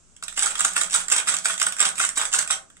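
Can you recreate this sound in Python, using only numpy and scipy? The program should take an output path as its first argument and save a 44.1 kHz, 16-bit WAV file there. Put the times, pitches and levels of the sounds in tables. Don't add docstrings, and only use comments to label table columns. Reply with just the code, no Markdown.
import sys
import numpy as np
from scipy import signal
from scipy.fft import rfft, irfft
from scipy.io import wavfile
from scipy.ndimage import uniform_filter1d

SR = 44100
rng = np.random.default_rng(int(sys.argv[2]) if len(sys.argv) > 2 else 0)


def waveform_to_disk(signal):
    frames = np.transpose(np.atleast_2d(signal))
    scaled = np.clip(frames, -1, 1) * 32767
    samples = np.round(scaled).astype(np.int16)
    wavfile.write(sys.argv[1], SR, samples)


N = 123479


def amp(db):
    return 10 ** (np.asarray(db) / 20)


def evened(x):
    return x / np.sqrt(np.mean(x ** 2) + 1e-20)


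def smooth_noise(width):
    noise = rng.standard_normal(N)
    return evened(uniform_filter1d(uniform_filter1d(noise, width), width))


def read(points, hz):
    f, value = np.transpose(points)
    return np.interp(np.log(hz + 1), np.log(f + 1), value)


def colour(x, points, share=1):
    hz = abs(np.fft.fftfreq(4096, 1 / SR))
    log_gain = share * read(points, hz) * np.log(10) / 20
    response = np.exp(np.conj(signal.hilbert(log_gain)))
    taps = np.fft.ifft(response).real[:2048]
    return signal.oaconvolve(x, taps)[:N]


def lean(pair, points):
    return np.array([colour(pair[0], points, .5), colour(pair[1], points, -.5)])


def crossfade(hz):
    phase = hz * np.arange(N) / SR + np.arange(3)[:, None] / 3
    return np.cos(2 * np.pi * phase) * np.sqrt(2 / 3)


# frequency in Hz, relative density in dB.
AIR_SPECTRUM = [(12, -64), (20, 22.5), (32, -10.5), (65, -1), (158, -11), (248, -6.5), (293, -13),
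                (337, -13), (872, -19.5), (1480, -15.5), (1800, -25), (2600, -21.5), (4410, -25.5),
                (7940, -10), (9930, -29), (16000, -68)]
# frequency in Hz, correlation from 0 to 1.
AIR_LIKENESS = [(30, 0), (130, 0.9), (640, 0.26), (3000, 0.15)]
# frequency in Hz, left minus right in dB.
AIR_BALANCE = [(60, 1), (300, 6.5), (2000, 2), (6000, -7.5), (9000, -1)]
AIR_DB = -56


def air():
    hz = np.fft.rfftfreq(N, 1 / SR)
    left, other = rfft(rng.standard_normal((2, N)))
    same = np.clip(read(AIR_LIKENESS, hz), 0, 1)
    right = same * left + np.sqrt(1 - same ** 2) * other
    noise = irfft(np.array([left, right]) * amp(read(AIR_SPECTRUM, hz)), N)
    return lean(amp(AIR_DB) * evened(noise), AIR_BALANCE)


# time in seconds, mean pitch in Hz, mean level in dB.
MOTOR_HUM = [(0.02, 163, -74), (0.13, 176.7, -79), (0.23, 169.4, -71), (0.44, 191.2, -79),
             (0.48, 183.2, -59.5), (0.57, 177, -84), (0.62, 176.7, -56.5), (0.73, 180.6, -63),
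             (0.83, 178.2, -63), (1.1, 178.5, -68), (1.19, 166, -61), (1.26, 175, -78),
             (1.36, 173.9, -56.5), (1.46, 176.7, -72), (1.54, 171.2, -57), (1.599, 174.3, -84),
             (1.679, 188.6, -56), (1.76, 179.6, -76), (1.84, 185.7, -73), (1.87, 185.7, -49),
             (1.9, 178, -76), (1.999, 180.6, -70), (2.12, 177.3, -69), (2.27, 176.4, -65),
             (2.291, 173.3, -90), (2.369, 172, -62), (2.459, 183, -81), (2.52, 181.6, -66),
             (2.59, 174.2, -79), (2.78, 173, -73)]
HUM_WAVER_HZ, HUM_WAVER_DB = 8.9, 2.5


def motor():
    s, hz, db = np.transpose(MOTOR_HUM)
    t = np.arange(N) / SR
    pitch_drift, level_drift = smooth_noise(1000), smooth_noise(1000)
    pitch = np.interp(t, s, hz) + HUM_WAVER_HZ * pitch_drift
    level_db = np.interp(t, s, db) + HUM_WAVER_DB * level_drift
    return np.sqrt(2) * np.sin(2 * np.pi * np.cumsum(pitch) / SR) * amp(level_db)


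# frequency in Hz, relative level in dB, 60 dB decay time in seconds.
HULL_MODES = [(463, -20, 0.072), (548.6, -27.5, 0.3), (661, -20.5, 0.16), (780.7, -19.5, 0.12),
              (1141.5, -6, 0.02), (1233, 4.5, 0.0096), (1400, -3.5, 0.021), (1496, 1, 0.014),
              (1843, -12, 0.047), (2130, -2, 0.015), (2536, -21.5, 0.11), (3000, -2, 0.0083),
              (3310, 4, 0.013), (3790, -1, 0.017)]
HULL_CUT_HZ = 687


def modes(t):
    hz, db, t60 = np.transpose(HULL_MODES)[:, :, None]
    return amp(db - 60 * t / t60) * np.sin(2 * np.pi * hz * t)


def hull_cut(x):
    return signal.sosfilt(signal.butter(2, HULL_CUT_HZ, "high", fs=SR, output="sos"), x)


def hull(x):
    ring = modes(np.arange(3000) / SR)
    spot = np.repeat(rng.integers(0, 8, N // 40 + 1), 40)[:N]
    blends = rng.choice([-1., 1.], (8, len(HULL_MODES))) @ ring / np.linalg.norm(ring)
    rung = sum(signal.oaconvolve(x * (spot == k), blend)[:N] for k, blend in enumerate(blends))
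    return hull_cut(rung)


# start in seconds, hold in seconds, drive level in dB, hull drive against the bare drive in dB.
HALF_TURNS = [(0.226, 0.023, -67, 12), (0.352, 0.14, -31.5, -11.5), (0.559, 0.14, -38.5, -8.5),
              (0.721, 0.095, -31.5, -12.5), (0.907, 0.097, -29, -10), (1.088, 0.091, -32.5, -8),
              (1.248, 0.072, -26, -10), (1.417, 0.08, -30.5, -13.5), (1.58, 0.079, -37.5, -4.5),
              (1.771, 0.092, -32.5, -4.5), (1.952, 0.092, -32, -15), (2.146, 0.066, -33.5, -5.5),
              (2.304, 0.072, -28.5, -10.5), (2.487, 0.0093, -30.5, -1)]
RISE_S, FALL_DB_PER_S = 0.031, 338
LULL_S, LULL_WIDTH_S, LULL_DB = 0.064, 0.0098, -3


def swell():
    t = np.arange(N) / SR
    start, hold, db, hull_db = np.transpose(HALF_TURNS)[:, :, None]
    since = t - start
    rise = 20 * np.log10(np.clip(since / RISE_S, 1e-4, 1))
    fall = FALL_DB_PER_S * np.maximum(since - hold, 0)
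    lull = LULL_DB * np.exp(-((since - LULL_S) / LULL_WIDTH_S) ** 2)
    each = db + rise - fall + lull
    return each.max(0), hull_db[each.argmax(0), 0]


# frequency in Hz, gain in dB.
WIRE_COLOUR = [(60, -74.5), (150, -19), (300, -19.5), (600, -19.5), (1000, -11.5), (2500, -2.5),
               (4300, -7.5), (6000, -5), (9000, -6.5), (10500, -19), (11500, -25), (14000, -22.5),
               (16000, -32)]
CHATTER_PER_S, CHATTER_SPREAD_DB, CLUMP_DB = 1100, 7, 5


def chatter(level_db, hull_db):
    strength = amp(CHATTER_SPREAD_DB * np.minimum(rng.exponential(1, N), 3))
    contacts = strength * (rng.random(N) < CHATTER_PER_S / SR) * rng.choice([-1., 1.], N)
    hits = evened(contacts * amp(CLUMP_DB * smooth_noise(160))) * amp(level_db)
    return colour(hits, WIRE_COLOUR) + hull(hits * amp(hull_db))


# start in seconds, relative level in dB.
WIRE_TICKS = [(0.164, -40), (0.2243, -27), (0.2352, -21.5), (0.239, -38), (0.251, -54), (0.2805, -19),
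              (0.287, -57), (0.325, -33), (0.342, -34), (0.3752, -20), (0.392, -16.5), (0.412, -26),
              (0.424, -17), (0.432, -16.5), (0.445, -31), (0.4595, -17), (0.474, -25), (0.482, -41),
              (0.491, -42), (0.5532, -20), (0.5804, -25.5), (0.5936, -18), (0.605, -16.5), (0.613, -18),
              (0.648, -11), (0.67, -29), (0.6798, -21.5), (0.733, -23), (0.7637, -11), (0.7772, -16),
              (0.8119, -13.5), (0.8328, -22.5), (0.8417, -24), (0.898, -25), (0.9072, -26), (0.9297, -20.5),
              (0.9388, -17.5), (0.9458, -13), (0.9595, -15), (0.978, -34), (0.993, -25.5), (1.0114, -28),
              (1.045, -36), (1.0824, -20), (1.0997, -20), (1.115, -17.5), (1.1204, -14), (1.126, -13),
              (1.1621, -18), (1.166, -20), (1.18, -18.5), (1.19, -28.5), (1.2, -26), (1.2107, -40),
              (1.2859, -13.5), (1.2928, -21), (1.316, -31), (1.3398, -18.5), (1.366, -18.5),
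              (1.3857, -22.5), (1.44, -37), (1.4552, -14), (1.462, -27), (1.4837, -19.5), (1.4955, -19.5),
              (1.5047, -17.5), (1.5324, -28), (1.5388, -25), (1.5772, -23), (1.598, -18), (1.615, -13.5),
              (1.6271, -15.5), (1.665, -14), (1.6845, -23), (1.722, -16.5), (1.765, -22.5), (1.7849, -27),
              (1.7935, -19), (1.802, -12), (1.8131, -17.5), (1.8521, -14), (1.8581, -18), (1.867, -42),
              (1.88, -24.5), (1.8876, -20.5), (1.9, -32), (1.9542, -26.5), (1.9798, -21), (1.9856, -21),
              (1.9959, -15), (2, -16.5), (2.0129, -14), (2.021, -37), (2.0377, -22), (2.0484, -14.5),
              (2.065, -30), (2.0892, -19.5), (2.1573, -28.5), (2.1621, -28), (2.175, -15), (2.1803, -20),
              (2.1915, -27), (2.2136, -20.5), (2.2216, -33), (2.2332, -22), (2.2518, -15), (2.328, -19),
              (2.3362, -14), (2.3493, -20), (2.361, -25), (2.3885, -12.5), (2.4041, -45), (2.4116, -23),
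              (2.4245, -23), (2.4744, -20), (2.4941, -28), (2.5067, -11.5), (2.5264, -19), (2.542, -42),
              (2.7, -41), (2.7668, -43), (2.775, -56)]
TICK_S, TICK_DB, TICK_HULL_DB = 0.0012, -2, -13.5
BOUNCE_DB, BOUNCE_S = -13.5, 0.0076
LEAD_DB, LEAD_S, LOOSE_DB = -9.5, 0.0048, -39
DULL_HZ, DULL_DB, DULL_SPREAD_DB = 4800, -3.5, 2.5


def ticks(level_db):
    out, t = np.zeros((2, N + 1800)), np.arange(-900, 900) / SR
    after = np.maximum(t, 0)
    bounce = amp(BOUNCE_DB) * np.exp(-after / BOUNCE_S) * np.minimum(after / (2 * TICK_S), 1) ** 2
    shape = np.exp(-(t / TICK_S - 1.5) ** 2) + bounce
    lead = amp(LEAD_DB) * np.exp(-abs(t) / LEAD_S)
    for s, db in WIRE_TICKS:
        at = round(s * SR)
        loose = amp(min(level_db[at] - LOOSE_DB, 0))
        contacts = np.sign(rng.standard_normal(1800))
        burst = amp(db + TICK_DB) * contacts * (shape + loose * lead)
        fullness = amp(DULL_DB + DULL_SPREAD_DB * rng.standard_normal())
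        out[:, at:at + 1800] += [burst, fullness * burst]
    bright, dull = out[:, 900:N + 900]
    low_pass = signal.butter(2, DULL_HZ, fs=SR, output="sos")
    bare = bright + signal.sosfiltfilt(low_pass, dull - bright)
    return colour(bare, WIRE_COLOUR) + amp(TICK_HULL_DB) * hull(dull)


# start in seconds, relative level in dB, frequency in Hz of the sticks nearest the blow.
HULL_KNOCKS = [(0.2254, -33, 1400), (0.2818, -42, 1480), (0.3231, -42, 1400), (0.3753, -32, 1520),
               (0.4232, -25.5, 1520), (0.4577, -27, 1370), (0.466, -23.5, 1310), (0.5185, -39, 1460),
               (0.5336, -48, 1270), (0.555, -49, 1330), (0.596, -28, 1340), (0.6065, -23.5, 1290),
               (0.6435, -29.5, 1380), (0.649, -19.5, 1380), (0.706, -52, 1420.0), (0.7648, -20, 1410),
               (0.8029, -53, 1320), (0.815, -21, 1240), (0.841, -36.5, 1405), (0.8527, -51, 1330.0),
               (0.8818, -37, 1330), (0.9499, -19.5, 1400), (0.9963, -43, 1390), (1.0856, -38, 1470.0),
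               (1.115, -24.5, 1496), (1.123, -27.5, 1240), (1.1614, -22.5, 1400), (1.2271, -37, 1360),
               (1.2887, -25.5, 1300), (1.3255, -29, 1220), (1.3391, -26.5, 1240), (1.454, -19, 1443),
               (1.4992, -24, 1450), (1.5592, -35, 1280), (1.617, -21, 1410), (1.6674, -19.5, 1380),
               (1.7223, -36, 1360), (1.7998, -22.5, 1447), (1.853, -25, 1400), (1.8642, -30, 1390),
               (2, -17.5, 1456), (2.0365, -24.5, 1350), (2.045, -27.5, 1370), (2.0895, -36, 1280),
               (2.1157, -48, 1517), (2.1727, -23.5, 1260), (2.21, -36, 1364), (2.2245, -27, 1555),
               (2.2527, -31.5, 1275), (2.2714, -40, 1370), (2.341, -20, 1476), (2.3586, -50, 1400.0),
               (2.3776, -33, 1333), (2.405, -28.5, 1460), (2.4263, -33, 1520), (2.446, -39, 1526),
               (2.461, -36.5, 1314), (2.5022, -22, 1355), (2.543, -46, 1280), (2.5831, -44.5, 1354),
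               (2.7034, -54, 1500), (2.767, -57, 1395)]
KNOCK_S, KNOCK_DB, NEAR_OCTAVES, FAR_DB = 0.0014, 8, 0.23, -8.5


def knocks():
    out, t = np.zeros(N + 3000), np.arange(3000) / SR
    ring = modes(t) * (1 - np.exp(-t / KNOCK_S)) ** 2
    mode_hz = np.transpose(HULL_MODES)[0]
    for s, db, hz in HULL_KNOCKS:
        at = round(s * SR)
        near = np.exp(-(np.log2(mode_hz / hz) / NEAR_OCTAVES) ** 2)
        sign = rng.choice([-1., 1.], len(HULL_MODES))
        out[at:at + 3000] += amp(db + KNOCK_DB) * (sign * (near + amp(FAR_DB))) @ ring
    return hull_cut(out[:N])


# start in seconds, level in dB before the decay.
PADDLE_THUDS = [(0.422, -55), (0.652, -42.5), (0.813, -48), (0.957, -69), (1.15, -47), (1.286, -51),
                (1.339, -47), (1.492, -59), (1.616, -52), (1.664, -45), (1.813, -63), (1.852, -46),
                (1.994, -47), (2.059, -62), (2.175, -41), (2.384, -53)]
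THUD_HZ, THUD_RISE_S, THUD_T60_S = 254, 0.0011, 0.051


def thuds():
    out, t = np.zeros(N + 4000), np.arange(4000) / SR
    for s, db in PADDLE_THUDS:
        at = round(s * SR)
        hz = THUD_HZ * rng.uniform(0.86, 1.33)
        tone = np.sin(2 * np.pi * hz * t) * (1 - np.exp(-t / THUD_RISE_S))
        out[at:at + 4000] += amp(db - 60 * t / THUD_T60_S) * tone
    return out[:N]


SCATTER_DB, SCATTER_T60_S, SCATTER_HZ = 0, 0.011, 2050


def scattered(x):
    t = np.arange(600) / SR
    echoes = rng.standard_normal((2, 3, len(t))) * amp(-60 * t / SCATTER_T60_S)
    echoes = signal.lfilter(*signal.butter(1, SCATTER_HZ, "high", fs=SR), echoes)
    echoes = echoes / np.linalg.norm(echoes, axis=2, keepdims=True)
    sent = (x * crossfade(4.1))[None]
    return amp(SCATTER_DB) * signal.oaconvolve(sent, echoes, axes=2)[:, :, :N].sum(1)


# frequency in Hz, 60 dB decay time in seconds.
ROOM_DECAY = [(200, 0.51), (1000, 0.3), (3000, 0.19), (8000, 0.22), (14000, 0.18)]
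ROOM_DB = 3.5
TICK_ROOM_DB, KNOCK_ROOM_DB, LOW_ROOM_DB = -3.5, -11, -11


def room(x):
    taps = np.zeros((6, SR // 2))
    at = np.arange(120, SR // 2 - 20, 20) + rng.integers(0, 20, (6, (SR // 2 - 121) // 20))
    np.put_along_axis(taps, at, rng.choice([-1., 1.], at.shape), 1)
    hz, t, bands = signal.stft(taps, SR, nperseg=256)
    decay = amp(-60 * t / read(ROOM_DECAY, hz)[:, None])
    tail = signal.istft(bands * decay, SR, nperseg=256)[1]
    tail = tail / np.linalg.norm(tail[0])
    sent = np.tile(x * crossfade(7.3), (2, 1))
    wet = signal.fftconvolve(sent, tail, axes=1)[:, :N]
    return amp(ROOM_DB) * wet.reshape(2, 3, N).sum(1)


def resonate(x, hz, width):
    turn = np.exp(2j * np.pi * np.cumsum(hz * np.ones(len(x))) / SR)
    r = np.exp(-np.pi * width / SR)
    return 2 * (turn * signal.lfilter([1 - r], [1, -r], x / turn + 1e-18)).real


# frequency in Hz, left minus right in dB.
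TOY_BALANCE = [(60, -12.5), (200, 10.5), (700, 5.5), (1300, 4), (2400, 2.5), (4400, 2.5), (6000, -1),
               (9000, 4), (12000, 4)]
# resonance in Hz, width in Hz, level of the added ring in dB.
PORT_RINGS = [(9020, 1320, 2.5), (7990, 730, 19.5)]


def ports(pair):
    pair = lean(pair, TOY_BALANCE)
    return np.array([x + amp(db) * resonate(x, hz, width) for x, (hz, width, db) in zip(pair, PORT_RINGS)])


LEFT_LAG = 5


def scene():
    level_db, hull_db = swell()
    rattle, tick, knock = chatter(level_db, hull_db), ticks(level_db), knocks()
    low = thuds() + motor()
    toy = rattle + tick + knock + low
    sent = rattle + amp(TICK_ROOM_DB) * tick + amp(KNOCK_ROOM_DB) * knock + amp(LOW_ROOM_DB) * low
    direct = np.array([np.roll(toy, LEFT_LAG), toy])
    return ports(direct + scattered(rattle + tick) + room(sent)) + air()


def record(dry):
    soft = .85 * np.tanh(dry / .85)
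    low_pass = signal.firwin(401, 15950, window=("kaiser", 11), fs=SR)
    return signal.oaconvolve(soft, low_pass[None], "same")


dry = scene()
out = record(dry)
waveform_to_disk(out)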